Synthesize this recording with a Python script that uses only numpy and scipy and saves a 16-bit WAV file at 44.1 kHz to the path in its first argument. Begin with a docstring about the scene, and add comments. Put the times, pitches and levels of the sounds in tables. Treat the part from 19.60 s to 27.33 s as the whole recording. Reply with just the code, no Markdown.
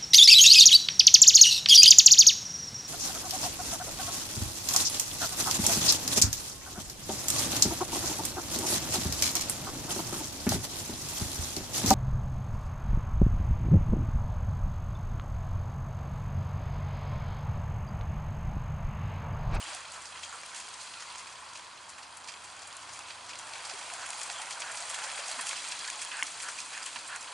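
"""A muddy forest track: a team of sled dogs pulls a cart toward closely spaced microphones.
Paws are filtered bursts of random clicks; mud, squelch and water are clouds of tiny rings over noise.
The churn thins, then grows as the team comes closer; the lead dog's panting is filtered noise puffs.
Bubbles and pockets in the mud plop, heavy drops tick and one woody knock rings, with echo from the trees.
Behind lie the noise hush of the wood, a far engine's wavering drones, a husky hum and a narrow roar."""
import sys
import numpy as np
from scipy import signal
from scipy.io import wavfile

SR = 44100
rng = np.random.default_rng(int(sys.argv[2]) if len(sys.argv) > 2 else 0)


def put_to_file(sound):
    """Save the sound as 16-bit audio at rate SR, in the file named by the first command-line argument."""
    columns = np.atleast_2d(sound).T  # one column per channel
    safe = np.clip(columns, -1, 1)
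    whole_steps = np.round(safe * 32767)
    wavfile.write(sys.argv[1], SR, whole_steps.astype(np.int16))


N = 340893
TIME = np.arange(N) / SR
FREQS = np.fft.rfftfreq(N, 1 / SR)

# How hard the whole team works the ground, before each layer's own trim.
# Each row: time in seconds, churned mud in dB, squelch in dB, thrown water in dB.
TEAM = [(0.0, -50, -46, -45), (0.13, -48.5, -46, -48), (0.2, -50.5, -50.5, -52.5),
        (0.47, -53, -51.5, -52.5), (1.03, -52.5, -49.5, -50.5), (1.55, -54, -49.5, -52),
        (1.74, -52.5, -53, -54.5), (2.3, -54.5, -56.5, -59.5), (2.91, -52.5, -53.5, -53.5),
        (3.21, -52.5, -52, -53), (3.74, -51.5, -51.5, -55), (3.96, -49, -49.5, -49), (4.11, -49, -47, -47),
        (4.43, -47.5, -47.5, -48), (4.59, -47.5, -45.5, -44.5), (4.99, -46, -48.5, -48.5),
        (5.15, -47, -45, -44.5), (5.3, -46.5, -44.5, -43.5), (5.68, -46, -43.5, -44.5),
        (5.96, -50.5, -43, -44.5), (6.72, -51, -46.5, -45.5), (7.0, -53, -47.5, -46.5),
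        (7.73, -50, -48.5, -49)]


def gain_of(db):
    """Decibels to amplitude."""
    return 10 ** (np.asarray(db) / 20)


def evened(x):
    """Scales to an rms of one."""
    return x / np.sqrt(np.mean(x ** 2) + 1e-20)


def read(points, hz):
    """A spectrum table, joined on a log-frequency axis."""
    f, value = np.transpose(points)
    return np.interp(np.log(hz + 1), np.log(f + 1), value)


def curves(rows):
    """The columns of a time table at every sample."""
    s, *columns = np.transpose(rows)
    return [np.interp(TIME, s, column) for column in columns]


def add(mix, s, sound):
    """Mixes a sound in from time s, or from the first sample if s is negative."""
    start = max(round(s * SR), 0)
    part = mix[..., start:][..., :sound.shape[-1]]
    part += sound[..., :part.shape[-1]]


def colour(x, db):
    """Causal, minimum-phase filter with the gain db on FREQS, so that clicks keep their sharp front."""
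    taps_db = np.interp(np.fft.rfftfreq(4096, 1 / SR), FREQS, db)
    log_gain = np.log(gain_of(np.r_[taps_db, taps_db[-2:0:-1]]))
    # the Hilbert transform of the log gain gives the phase
    taps = np.fft.ifft(np.exp(np.conj(signal.hilbert(log_gain)))).real
    return signal.oaconvolve(x, taps[None, :len(taps) // 2], axes=1)[:, :N]


def resonate(x, hz, q):
    """A two-pole band-pass, its pitch capped and its q kept from falling too low."""
    hz = min(hz, SR / 4)
    return signal.lfilter(*signal.iirpeak(hz, max(q, 2.5 * hz / SR), SR), x)


def sweep(x, hz, width_hz):
    """A steep resonance that follows the curve hz: shift down to zero, low-pass, shift back."""
    turn = np.exp(2j * np.pi * np.cumsum(hz) / SR)
    low_pass = signal.butter(2, width_hz / 2, fs=SR, output="sos")
    return (turn * signal.sosfilt(low_pass, x / turn)).real


def ring(hz, db, decay):
    """One dying tone with a soft start."""
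    t = np.arange(SR // 8) / SR
    envelope = (1 - np.exp(-2 * t * hz)) * np.exp(-t / decay)
    return gain_of(db) * envelope * np.sin(2 * np.pi * hz * t)


def drift(rate_hz):
    """Slow chance with an rms of one: random points, two per cycle of rate_hz, joined by lines."""
    knots = np.random.default_rng(rng.integers(2 ** 31)).standard_normal(4096)
    return evened(np.interp(TIME * rate_hz * 2, np.arange(len(knots)), knots))


def spread(pair):
    """Two unrelated signals become left and right of closely spaced microphones."""
    # Each row: frequency in Hz, left-right likeness from 0 to 1.
    likeness = [(60, 0.9), (130, 1), (270, 0.67), (560, 0.83), (1180, 0.7), (2490, 0.83), (5240, 0.94),
                (11000, 0.7)]
    same = np.clip(read(likeness, FREQS), 0, .995)
    mid = colour(pair[:1], 10 * np.log10((1 + same) / 2))
    side = colour(pair[1:], 10 * np.log10((1 - same) / 2))
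    return np.vstack([mid + side, mid - side])


def droplets(per_s, lo_hz, hi_hz, cycles, spread_db, clump_db=1.0, width=0.34, size=256):
    """Tiny ringing drops and bubbles, each with its own pitch and loudness, falling in clumps."""
    t = np.arange(size) / SR
    crowd = gain_of(clump_db * drift(rate_hz=35))
    draws = np.random.default_rng(rng.integers(2 ** 31)).random((int(per_s * N / SR) + 1, 4))
    at, bulk, side, pitch = draws.T
    at = (at * N).astype(int)
    hz = lo_hz + (hi_hz - lo_hz) * pitch
    loudness = gain_of(spread_db * np.minimum(-np.log(1 - bulk), 4)) * crowd[at]
    turns = hz[:, None] * t
    # short rings hit harder, which keeps the spectrum even
    strength = (loudness * np.sqrt(hz))[:, None]
    rings = strength * np.exp(-turns / cycles) * np.sin(2 * np.pi * turns)
    where = (at[:, None] + np.arange(size)).ravel()
    pans = [1 + sign * width * (2 * side - 1) for sign in (1, -1)]
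    return evened(np.array([np.bincount(where, (pan[:, None] * rings).ravel(), N)[:N] for pan in pans]))


def wet(grains, share, shape, flutter_db=1):
    """Near grains over a blur of farther ones, in one colour; share is the grains' part of the power."""
    share = np.clip(share, 0, 1)
    flutter = drift(rate_hz=30)
    blur = evened(spread(rng.standard_normal((2, N))) * gain_of(flutter_db * flutter))
    both = np.sqrt(share) * evened(grains) + np.sqrt(1 - share) * blur
    return evened(colour(both, read(shape, FREQS)))


def paws(slap_db=-2.0, spray_db=-2.5, slap_q=1.58, spray_q=1.7, smack_share=0.072, grit=0.54, width=0.31):
    """Each paw touches the water, smacks the mud and throws a burst of droplets; deep puddles last longer."""
    # The clearest paw falls and the mud they splat, before the trims slap_db and spray_db.
    # Each row: time in seconds, slap level in dB, slap pitch in Hz, spray level in dB,
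    # spray pitch in Hz, splash decay in seconds.
    clear_paws = [(0.026, -46, 2980, -48, 7600.0, 0.008), (0.056, -41, 2200, -54, 6500, 0.05),
                  (0.087, -41, 1690.0, -43, 5000, 0.04), (0.133, -47, 1400, -43, 6000, 0.02),
                  (0.148, -42, 2010.0, -40, 6840, 0.047), (0.148, -53, 2980.0, -40.5, 7100.0, 0.002),
                  (0.32, -58, 2000, -43, 7300.0, 0.0071), (0.339, -48, 2600, -42, 6530, 0.022),
                  (0.364, -45, 1210, -50, 7000, 0.018), (0.414, -56, 2500, -57, 5500, 0.002),
                  (0.42, -63.0, 2250.0, -48, 7760, 0.003), (0.456, -54, 1520.0, -41, 6000.0, 0.02),
                  (0.558, -43, 1800, -59, 6000, 0.012), (0.575, -46, 2900, -59, 6000, 0.008),
                  (0.634, -41, 2900, -38, 5630, 0.022), (0.727, -43, 1270.0, -47, 7000.0, 0.007),
                  (0.744, -44, 1150, -51, 7000, 0.022), (0.834, -44.5, 1240, -49, 6400.0, 0.005),
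                  (0.862, -49, 2320.0, -48, 7560, 0.0031), (0.947, -46.5, 2240.0, -44, 6700.0, 0.0035),
                  (0.962, -41, 2280.0, -35, 6700, 0.059), (1.001, -54.0, 2020.0, -42, 7200.0, 0.006),
                  (1.086, -56, 2400, -47, 6450, 0.003), (1.139, -47, 2810.0, -42, 5400.0, 0.0075),
                  (1.213, -53.5, 1940.0, -38.5, 6500, 0.049), (1.275, -47, 2700, -54, 6000, 0.004),
                  (1.339, -46, 2700, -53, 6000, 0.004), (1.403, -48, 1740.0, -43, 5570, 0.016),
                  (1.423, -45, 1600, -43, 5600, 0.0091), (1.556, -44, 1040, -48, 6000, 0.006),
                  (1.582, -52, 2390.0, -40, 5700.0, 0.028), (1.595, -50, 2700, -50, 5700, 0.0033),
                  (1.672, -46.5, 2500, -46, 5200.0, 0.009), (1.726, -52, 1750.0, -49, 5900.0, 0.008),
                  (1.756, -49, 2600, -61, 5900, 0.004), (1.893, -52, 1280.0, -49, 5500.0, 0.048),
                  (1.933, -56, 2300, -48, 6000, 0.0045), (1.955, -44, 2340, -41, 5500.0, 0.025),
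                  (1.974, -56, 2300, -46, 6000, 0.0038), (1.992, -50, 2600, -48, 5500, 0.012),
                  (2.174, -52, 2600, -58, 6000, 0.004), (2.214, -55.5, 2170.0, -49.5, 6300.0, 0.038),
                  (2.296, -48, 1680, -43, 7100, 0.034), (2.383, -44, 1540.0, -48, 6900.0, 0.014),
                  (2.43, -53, 2340.0, -45, 4800, 0.014), (2.571, -53, 2400, -44, 8000.0, 0.0098),
                  (2.644, -60, 2400, -49, 6450, 0.003), (2.676, -56, 2400, -46, 6000, 0.003),
                  (2.686, -39.5, 2400, -38.5, 5570, 0.016), (2.72, -55, 2400, -46, 5960, 0.0055),
                  (2.739, -46, 2700, -52, 6000, 0.004), (2.845, -58, 1760.0, -48, 6500.0, 0.005),
                  (2.993, -60.0, 2020.0, -47, 5000.0, 0.006), (3.02, -61, 1290.0, -43.5, 5800, 0.011),
                  (3.074, -61, 2400.0, -45, 7800.0, 0.0055), (3.127, -58, 2200, -47, 5500, 0.0036),
                  (3.168, -60, 2060.0, -47, 7700.0, 0.004), (3.292, -44, 1500, -45.5, 5800.0, 0.015),
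                  (3.334, -59.5, 1570.0, -39, 6600, 0.048), (3.391, -46, 1350.0, -43.5, 6360, 0.0022),
                  (3.485, -44, 2560.0, -42, 6400.0, 0.057), (3.507, -41.5, 2870, -57, 5000.0, 0.0035),
                  (3.665, -63, 1450.0, -48.0, 6700.0, 0.01), (3.694, -41, 2350, -39, 5700.0, 0.028),
                  (3.733, -44, 2600, -52, 5700, 0.005), (3.755, -46.5, 2430.0, -45, 5700.0, 0.0035),
                  (3.789, -63.0, 3000.0, -40, 6800, 0.017), (3.892, -50.5, 1220.0, -48.0, 7900.0, 0.006),
                  (3.936, -45, 2350.0, -45, 4430, 0.003), (3.955, -39, 2100.0, -45, 5300.0, 0.05),
                  (4.051, -45, 2190.0, -38, 5900.0, 0.017), (4.098, -42, 1920.0, -37, 5200, 0.019),
                  (4.19, -44, 1750.0, -41, 6500.0, 0.03), (4.214, -43.5, 2300, -51, 6000, 0.004),
                  (4.337, -45.0, 1600.0, -39.5, 7300.0, 0.019), (4.418, -50, 1400.0, -39.5, 5900.0, 0.046),
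                  (4.462, -41, 2000.0, -40, 7700.0, 0.0082), (4.491, -45, 1290.0, -43, 7800.0, 0.0035),
                  (4.505, -54, 1900.0, -40, 7800.0, 0.033), (4.532, -42.5, 2140, -43, 6300.0, 0.003),
                  (4.615, -42, 1950.0, -38, 7260, 0.0035), (4.633, -51, 1850.0, -35, 7260, 0.0063),
                  (4.7, -39.5, 2100, -41, 6300.0, 0.003), (4.714, -52, 2200, -37, 6300, 0.017),
                  (4.818, -40, 2220.0, -39.5, 7240, 0.0088), (4.909, -37.5, 2400, -36, 7040, 0.011),
                  (4.925, -50, 2400, -36.5, 5500, 0.01), (4.978, -56, 2400, -49, 4600, 0.003),
                  (5.002, -46, 2010.0, -35, 6300.0, 0.016), (5.02, -36.5, 2270, -41, 5000, 0.003),
                  (5.026, -42, 2150, -50, 5300, 0.005), (5.117, -52, 1780.0, -40, 7400.0, 0.01),
                  (5.174, -45, 2100, -40, 5600, 0.013), (5.204, -48, 2200, -41, 6500, 0.004),
                  (5.283, -43, 2400, -48, 6000, 0.003), (5.299, -40, 2350.0, -34.5, 7750, 0.014),
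                  (5.344, -35.5, 2240, -35.5, 6900.0, 0.0065), (5.389, -48.0, 1960.0, -42, 7300.0, 0.006),
                  (5.44, -45, 1710.0, -35, 6300.0, 0.014), (5.5, -41, 2720.0, -49, 5400.0, 0.0035),
                  (5.578, -35, 1760.0, -39, 7700.0, 0.015), (5.595, -40, 2400, -42, 6500, 0.005),
                  (5.683, -45, 1900, -31.5, 7100.0, 0.078), (5.714, -40.0, 1730.0, -36.5, 7100.0, 0.01),
                  (5.792, -33, 1380.0, -42, 8600.0, 0.011), (5.812, -39.5, 1780.0, -34, 8700.0, 0.017),
                  (5.87, -38, 2040.0, -29, 7150, 0.053), (5.892, -40, 2990.0, -34.5, 7800.0, 0.005),
                  (5.91, -36, 2210.0, -49, 6100.0, 0.004), (5.931, -38.5, 1240, -42, 6000, 0.0038),
                  (5.966, -50.0, 2000.0, -38, 5500.0, 0.018), (6.037, -54, 2050.0, -41.5, 6200.0, 0.016),
                  (6.055, -46, 2500, -48, 6000, 0.0027), (6.077, -51, 1910.0, -43.0, 5800.0, 0.0035),
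                  (6.086, -60.0, 3000.0, -36.5, 7900.0, 0.006), (6.114, -50, 2500, -36, 6100.0, 0.013),
                  (6.121, -36.5, 2580, -42, 5500, 0.004), (6.192, -53, 2450.0, -39, 5600.0, 0.01),
                  (6.246, -38, 1800.0, -41, 4700.0, 0.013), (6.277, -48, 1780.0, -37, 5700.0, 0.006),
                  (6.301, -42, 2700, -40, 6300, 0.006), (6.417, -38.5, 2040.0, -32.5, 6800.0, 0.018),
                  (6.449, -50, 2270.0, -42, 7400.0, 0.002), (6.517, -37.5, 2300, -48, 5400.0, 0.007),
                  (6.592, -45, 1580.0, -46, 7360, 0.0039), (6.668, -57, 2320.0, -36, 6100, 0.011),
                  (6.802, -39.5, 2470.0, -41, 5800.0, 0.01), (6.824, -45, 1610.0, -34.0, 7900.0, 0.033),
                  (6.887, -36, 1660.0, -36, 6600.0, 0.026), (6.986, -42, 2320.0, -36, 5850, 0.037),
                  (7.003, -58.0, 2730.0, -37, 4870, 0.0035), (7.132, -37, 2150.0, -40, 6000, 0.03),
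                  (7.177, -43, 1990, -42, 6500, 0.004), (7.229, -44, 1920.0, -40, 6840, 0.006),
                  (7.241, -48, 2000, -45, 6500, 0.003), (7.262, -38.5, 2700.0, -35, 7500, 0.023),
                  (7.36, -36, 2200, -42, 5000, 0.0076), (7.389, -45, 2300.0, -42, 5000.0, 0.016),
                  (7.478, -63, 1170.0, -40, 8200.0, 0.0079), (7.56, -49, 1640.0, -40, 7800, 0.0043),
                  (7.609, -60.5, 1840.0, -43, 6700.0, 0.01), (7.628, -56, 2000, -44, 6700, 0.004),
                  (7.644, -46, 2300, -50, 6000, 0.005)]
    smack_s = 0.0016  # decay of the smack
    touch_share = 0.24  # lead-in as the toes touch, as a share of the splash decay
    out, lead = np.zeros((2, N)), SR // 25
    t = np.arange(-lead, SR // 10) / SR
    smack = evened((t >= 0) * np.exp(-abs(t) / smack_s))
    share = np.clip(smack_share, 0, 1)
    for s, slap, slap_hz, spray, spray_hz, decay in list(clear_paws) + light_paws():
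        splash = evened(np.exp(-abs(t) / np.where(t < 0, touch_share * decay, decay)))
        envelope = np.sqrt(share * smack ** 2 + (1 - share) * splash ** 2)
        lean = 1 + width * rng.uniform(-1, 1) * np.array([[1], [-1]])
        for db, hz, q in ((slap + slap_db, slap_hz, slap_q), (spray + spray_db, spray_hz, spray_q)):
            roughness = np.exp(grit * np.clip(rng.standard_normal(len(t)), -3, 3))
            clicks = rng.choice([-1, 1], len(t)) * roughness * envelope
            clumps = signal.resample(rng.standard_normal(70), len(t))
            clicks *= gain_of(2 * clumps)  # the water tears away in ragged clumps
            burst = resonate(resonate(clicks, hz, q), hz, q / 2)
            # every burst has the energy of 10 ms at its level
            burst *= np.sqrt(SR / 100) / np.linalg.norm(burst)
            add(out, s + t[0], lean * gain_of(db) * burst)
    return out


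def light_paws(per_s=12, slap_db=-18, spray_db=-3.5, spread_db=6, slap_hz=2100, spray_hz=6200, decay_s=0.0022):
    """Paw rows for the rest of the team: random moments, with levels that follow squelch and water."""
    _, squelch_db, water_db = curves(TEAM)
    draws = np.random.default_rng(rng.integers(2 ** 31)).random((int(per_s * N / SR), 3))
    rows = []
    for moment, strength, depth in draws:
        i = int(moment * N)
        extra_db = spread_db * (2 * strength - 1)
        slap = squelch_db[i] + slap_db + extra_db
        spray = water_db[i] + spray_db + extra_db
        rows.append((i / SR, slap, slap_hz, spray, spray_hz, decay_s * (.5 + depth)))
    return rows


def churn(mud_db=1.82, squelch_db=4.0, water_db=2.5, hush_db=-54.0):
    """Many paws and the wheels: bubbling mud below, squelching in the middle, crackling water above."""
    # The colours of the three layers. 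Each row: frequency in Hz, relative level in dB.
    mud_shape, squelch_shape, water_shape = [(150, -52), (380, -18), (500, -9), (680, -0.5), (950, 1),
                                             (1500, -2.5), (2400, -6), (4000, -39), (9000, -59)], [(300, -25.5), (800, -4.5), (1400, -1.5),
                                                          (2500, 3), (4000, 2.5), (5000, 2), (6500, 1.5),
                                                          (11000, -37)], [(500, -76), (2500, -5),
                                                                           (4500, -3.5), (6000, 2),
                                                                           (8200, -1.5), (9400, -1.5),
                                                                           (10300, -5), (11200, -13)]
    mud_level, squelch_level, water_level = (gain_of(db) for db in curves(TEAM))
    # the mud only counts where it rises over the hush of the wood
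    mud_level = np.sqrt(np.maximum(mud_level ** 2 - gain_of(hush_db) ** 2, gain_of(-72.0) ** 2))
    bubbles = droplets(per_s=1300, lo_hz=447.0, hi_hz=2662, cycles=7.1, spread_db=2.0, size=800)
    # bursting films of water click across the whole treble; trapped air rings a little longer
    clicks = droplets(per_s=1400, lo_hz=1200, hi_hz=11000, cycles=.7, spread_db=3.4, size=100)
    drips = droplets(per_s=1000, lo_hz=1300, hi_hz=9000, cycles=11, spread_db=2.5, size=800)
    crackle = clicks + gain_of(-2) * drips
    mud = wet(bubbles, share=0.4, shape=mud_shape)
    squelch = wet(crackle, share=0.77, shape=squelch_shape)
    water = wet(crackle, share=0.59, shape=water_shape)
    ground = gain_of(mud_db) * mud_level * mud + gain_of(squelch_db) * squelch_level * squelch
    return ground + gain_of(water_db) * water_level * water


def small_bubbles(db=-10):
    """Many small bubbles ping through the churn, their level following the squelch."""
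    _, squelch_db, _ = curves(TEAM)
    pings = droplets(per_s=63, lo_hz=2804, hi_hz=8980, cycles=19, spread_db=2.5, clump_db=-1, size=1200)
    return gain_of(squelch_db + db) * pings


def plops(lowest_hz=200, decay_at_1khz_s=0.0066, size_law=0.55):
    """A bubble or a hollow pocket in the mud rings as it closes; larger, lower ones ring longer."""
    # The clearest plops, from low hollow pockets to small high bubbles.
    # Each row: time in seconds, pitch in Hz, level in dB before the high-pass.
    closings = [(0.026, 2950, -31), (0.075, 322, -49), (0.148, 747, -42), (0.632, 2650, -36),
                (0.638, 3250, -38), (3.109, 3370, -44), (4.135, 408, -44.5), (5.59, 576, -38.5),
                (5.774, 250, -48), (5.791, 1074, -30), (6.04, 2270, -36), (6.285, 1700, -31),
                (6.624, 284, -50), (6.987, 2470, -30.5), (7.263, 3000, -33), (7.36, 248, -51),
                (7.36, 966, -35)]
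    out = np.zeros((2, N))
    for s, hz, db in closings:
        add(out, s, ring(hz, db, decay_at_1khz_s * (1000 / hz) ** size_law))
    return signal.sosfilt(signal.butter(2, lowest_hz, "highpass", fs=SR, output="sos"), out)


def drops(db=-5.5, patter=0.2, patter_s=0.00057):
    """A heavy drop hits a puddle: one crisp tick, then a moment of fine patter."""
    # Each row: time in seconds, peak level in dB before the trim db, pitch in Hz.
    heavy_drops = [(.0266, -33, 3200), (.148, -23, 7100), (.862, -22, 7500), (1.404, -29, 5000),
                   (2.302, -23, 7200), (3.168, -21.5, 8000), (3.7905, -20.5, 7000), (3.936, -21, 4370),
                   (4.099, -23, 4500), (4.338, -19, 7000), (4.505, -15, 7400), (4.6325, -16.5, 7400),
                   (4.7, -21.5, 5030), (4.817, -20, 7000), (4.9005, -24, 6500), (4.91, -34, 4000),
                   (5.173, -17, 7000), (5.301, -19, 6500), (5.3426, -30, 3500), (5.443, -22, 5000),
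                   (5.579, -23, 1980), (5.792, -25, 1400), (5.812, -15, 8400), (5.8695, -17, 7000),
                   (5.894, -19, 7500), (5.967, -24, 6000), (6.251, -21, 4500), (6.277, -18, 6000),
                   (6.302, -13, 6300), (6.418, -20, 7500), (6.45, -23, 7500), (6.828, -20, 8500),
                   (6.631, -12, 7550), (6.888, -22, 7000), (7.003, -19, 5400), (7.2619, -17.5, 7800),
                   (7.3605, -22, 3000)]
    out, t = np.zeros((2, N)), np.arange(SR // 100) / SR
    for s, peak_db, hz in heavy_drops:
        hit = (t == 0) + patter * rng.standard_normal(len(t)) * np.exp(-t / patter_s)
        tick = resonate(resonate(hit, hz, 1.5), hz, .75)
        add(out, s, gain_of(peak_db + db) * tick / abs(tick).max())
    return out


def panting(throat_width_hz=430, muzzle_width_hz=560, chest_ratio=0.765, chest_db=-8, edges=0.46,
            lowest_hz=750, flutter_db=1.0, spit_per_s=220, spit_share=.25):
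    """Puffs of air through the dog's wet throat and muzzle; the resonances slide as the jaw moves."""
    # The lead dog's breaths. Each row: middle in seconds, length in seconds, throat level in dB,
    # muzzle level in dB, throat pitch in Hz, muzzle pitch in Hz, glide as a share of the pitch.
    breaths = [(0.372, 0.077, -51.5, -62, 1260, 2500, 0.13), (0.75, 0.066, -49, -66, 1250, 2500, 0),
               (4.42, 0.085, -44, -53, 1410, 2500, -0.07), (4.774, 0.083, -53, -47.5, 1400, 3100, -0.075),
               (5.069, .13, -44, -53, 1550, 2600, -0.031), (5.416, .1, -44.5, -51, 1400, 2700, -0.022),
               (6.569, .135, -41.5, -47.5, 1660, 2390, -.1), (6.867, .09, -41.5, -56, 1520, 2500, 0.2),
               (7.188, 0.12, -45.5, -49, 1540, 2230, -0.27), (7.531, 0.11, -41, -51, 1580, 2420, 0.082)]
    out, share = np.zeros((2, N)), np.clip(spit_share, 0, 1)
    for s, length, throat_db, muzzle_db, throat_hz, muzzle_hz, glide in breaths:
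        rush, pops = rng.standard_normal((2, SR // 2))[:, :int(length * SR)]
        # saliva crackles in the airflow
        spit = np.sign(pops) * (rng.random(SR // 2)[:len(rush)] < spit_per_s / SR)
        air = np.sqrt(1 - share) * rush + np.sqrt(share) * evened(spit)
        air = air * gain_of(flutter_db * drift(rate_hz=57.3)[:len(air)])  # the tongue flaps
        jaw = 1 + glide * np.linspace(-.5, .5, len(air))
        throat = (throat_db, throat_hz, throat_width_hz)
        chest = (throat_db + chest_db, throat_hz * chest_ratio, throat_width_hz)
        muzzle = (muzzle_db, muzzle_hz, muzzle_width_hz)
        for db, hz, width_hz in (throat, chest, muzzle):
            puff = evened(sweep(air, hz * jaw, width_hz))
            add(out, s - length / 2, gain_of(db) * puff * signal.windows.tukey(len(air), edges))
    return signal.sosfilt(signal.butter(2, lowest_hz, "highpass", fs=SR, output="sos"), out)


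def clack(at_s=6.6255, lowest_hz=800, highest_hz=3400, order=3):
    """A paw knocks something hard close by, perhaps a stick: a few short, woody rings."""
    # Each row: pitch in Hz, level in dB before the band-pass, decay in seconds.
    modes = [(1130, -20, 0.0013), (2170, -11, 0.0014), (2850, -12.5, 0.00094)]
    out = np.zeros((2, N))
    add(out, at_s, sum(ring(*mode) for mode in modes))
    band = signal.butter(order, [lowest_hz, highest_hz], "bandpass", fs=SR, output="sos")
    return signal.sosfilt(band, out)


def trees(x, t60=0.071, count=6):
    """Trunks and undergrowth scatter a faint, short echo; its random patterns take turns, so no pitch stands out."""
    t, out = np.arange(SR // 4) / SR, np.zeros((2, N))
    for k in range(count):
        sparse = rng.standard_normal((2, len(t))) * (rng.random((2, len(t))) < 2000 / SR)
        taps = sparse * (t > .004) * gain_of(-60 * t / t60)
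        # the echo patterns fade into one another, a tenth of a second apart
        place = np.cos(np.pi / 2 * np.minimum(abs((10 * TIME - k) % count - 1), 1))
        out += signal.oaconvolve(x * place, taps / np.linalg.norm(taps[0]), axes=1)[:, :N]
    return out


def distance(wood_db=-51, low_hz=81.4, high_hz=109, hum_hz=297, waver=0.0329, octave_db=-9):
    """The noise hush of the wood, a far engine's two wavering drones, and a faint, husky hum."""
    # Colour of the hush. Each row: frequency in Hz, relative level in dB.
    wood_shape = [(25, -52), (50, -18), (80, -14.5), (130, -14.5), (230, -13.5), (400, -12.5), (650, -6.5),
                  (800, -5), (1000, 0), (1400, -2.5), (2000, -8.5), (4000, -16), (11000, -22.5)]
    # Each row: time in seconds, low drone in dB, high drone in dB, hum in dB; the drones also waver.
    engine = [(0, -75, -79, -70), (.5, -68.5, -82, -89), (1, -76, -83, -85), (2.5, -77, -81, -86),
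              (3.7, -74, -74, -70), (4.4, -83, -78.5, -73.5), (5.3, -88, -75, -79), (6, -80, -85, -72),
              (7.7, -87, -77, -75.5)]
    hush = colour(spread(rng.standard_normal((2, N))), read(wood_shape, FREQS))
    air = gain_of(wood_db) * evened(hush)
    low_db, high_db, hum_db = curves(engine)
    for hz, db, octave in ((low_hz, low_db, gain_of(octave_db)), (high_hz, high_db, 0)):
        angle = 2 * np.pi * np.cumsum(hz * (1 + waver * drift(rate_hz=4.5))) / SR
        drone = np.sqrt(2) * (np.sin(angle) + octave * np.sin(2 * angle))
        air = air + gain_of(db + 2 * drift(rate_hz=5)) * drone
    return air + gain_of(hum_db) * evened(resonate(rng.standard_normal(N), hum_hz, q=9))


def far_roar(db=-58, hz=1010, width_hz=170, waver=0.045, swell_db=3.0):
    """A narrow roar of noise, like tyres on a distant road, that wavers in pitch and level."""
    centre = hz * (1 + waver * drift(rate_hz=3))
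    roar = np.array([sweep(noise, centre, width_hz) for noise in rng.standard_normal((2, N))])
    return gain_of(db) * evened(spread(roar) * gain_of(swell_db * drift(rate_hz=5.5)))


def scene(echo_db=-15):
    """The team on the track, among the trees."""
    team = paws() + churn() + small_bubbles() + plops() + drops() + panting() + clack()
    background = distance() + far_roar()
    return team + gain_of(echo_db) * trees(team) + background


def record(dry, edge_hz=11080):
    """The camera body's colour and the microphones' balance, then a steep upper band limit."""
    # Narrow peaks and dips. Each row: centre in Hz, width in Hz (two standard deviations), gain in dB.
    body = [(1240, 120, -0.7), (1700, 140, -1), (2000, 320, -2), (2280, 200, -1), (2570, 300, 1.5),
            (2980, 220, -1.2), (3280, 260, 2.5), (3660, 220, -2.8), (4120, 220, 1.8), (4660, 280, 3.2),
            (5570, 200, -2.3), (6280, 200, -2.5), (6680, 200, 2.5), (6980, 200, -2.3), (7400, 280, 2.2),
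            (7800, 220, -1.3), (8250, 280, 1.8), (8950, 220, 2)]
    # Each row: frequency in Hz, left minus right in dB.
    balance = [(250, 0), (560, -2), (1180, -1.5), (2500, 0), (11000, -0.5)]
    ripple_db = sum(db * np.exp(-2 * ((FREQS - hz) / width) ** 2) for hz, width, db in body)
    lean_db = read(balance, FREQS) / 2
    heard = np.vstack([colour(dry[:1], ripple_db + lean_db), colour(dry[1:], ripple_db - lean_db)])
    low_pass = signal.firwin(511, edge_hz, window=("kaiser", 8), fs=SR)
    return signal.oaconvolve(heard, low_pass[None], "same")


dry = scene()
out = record(dry)
put_to_file(out)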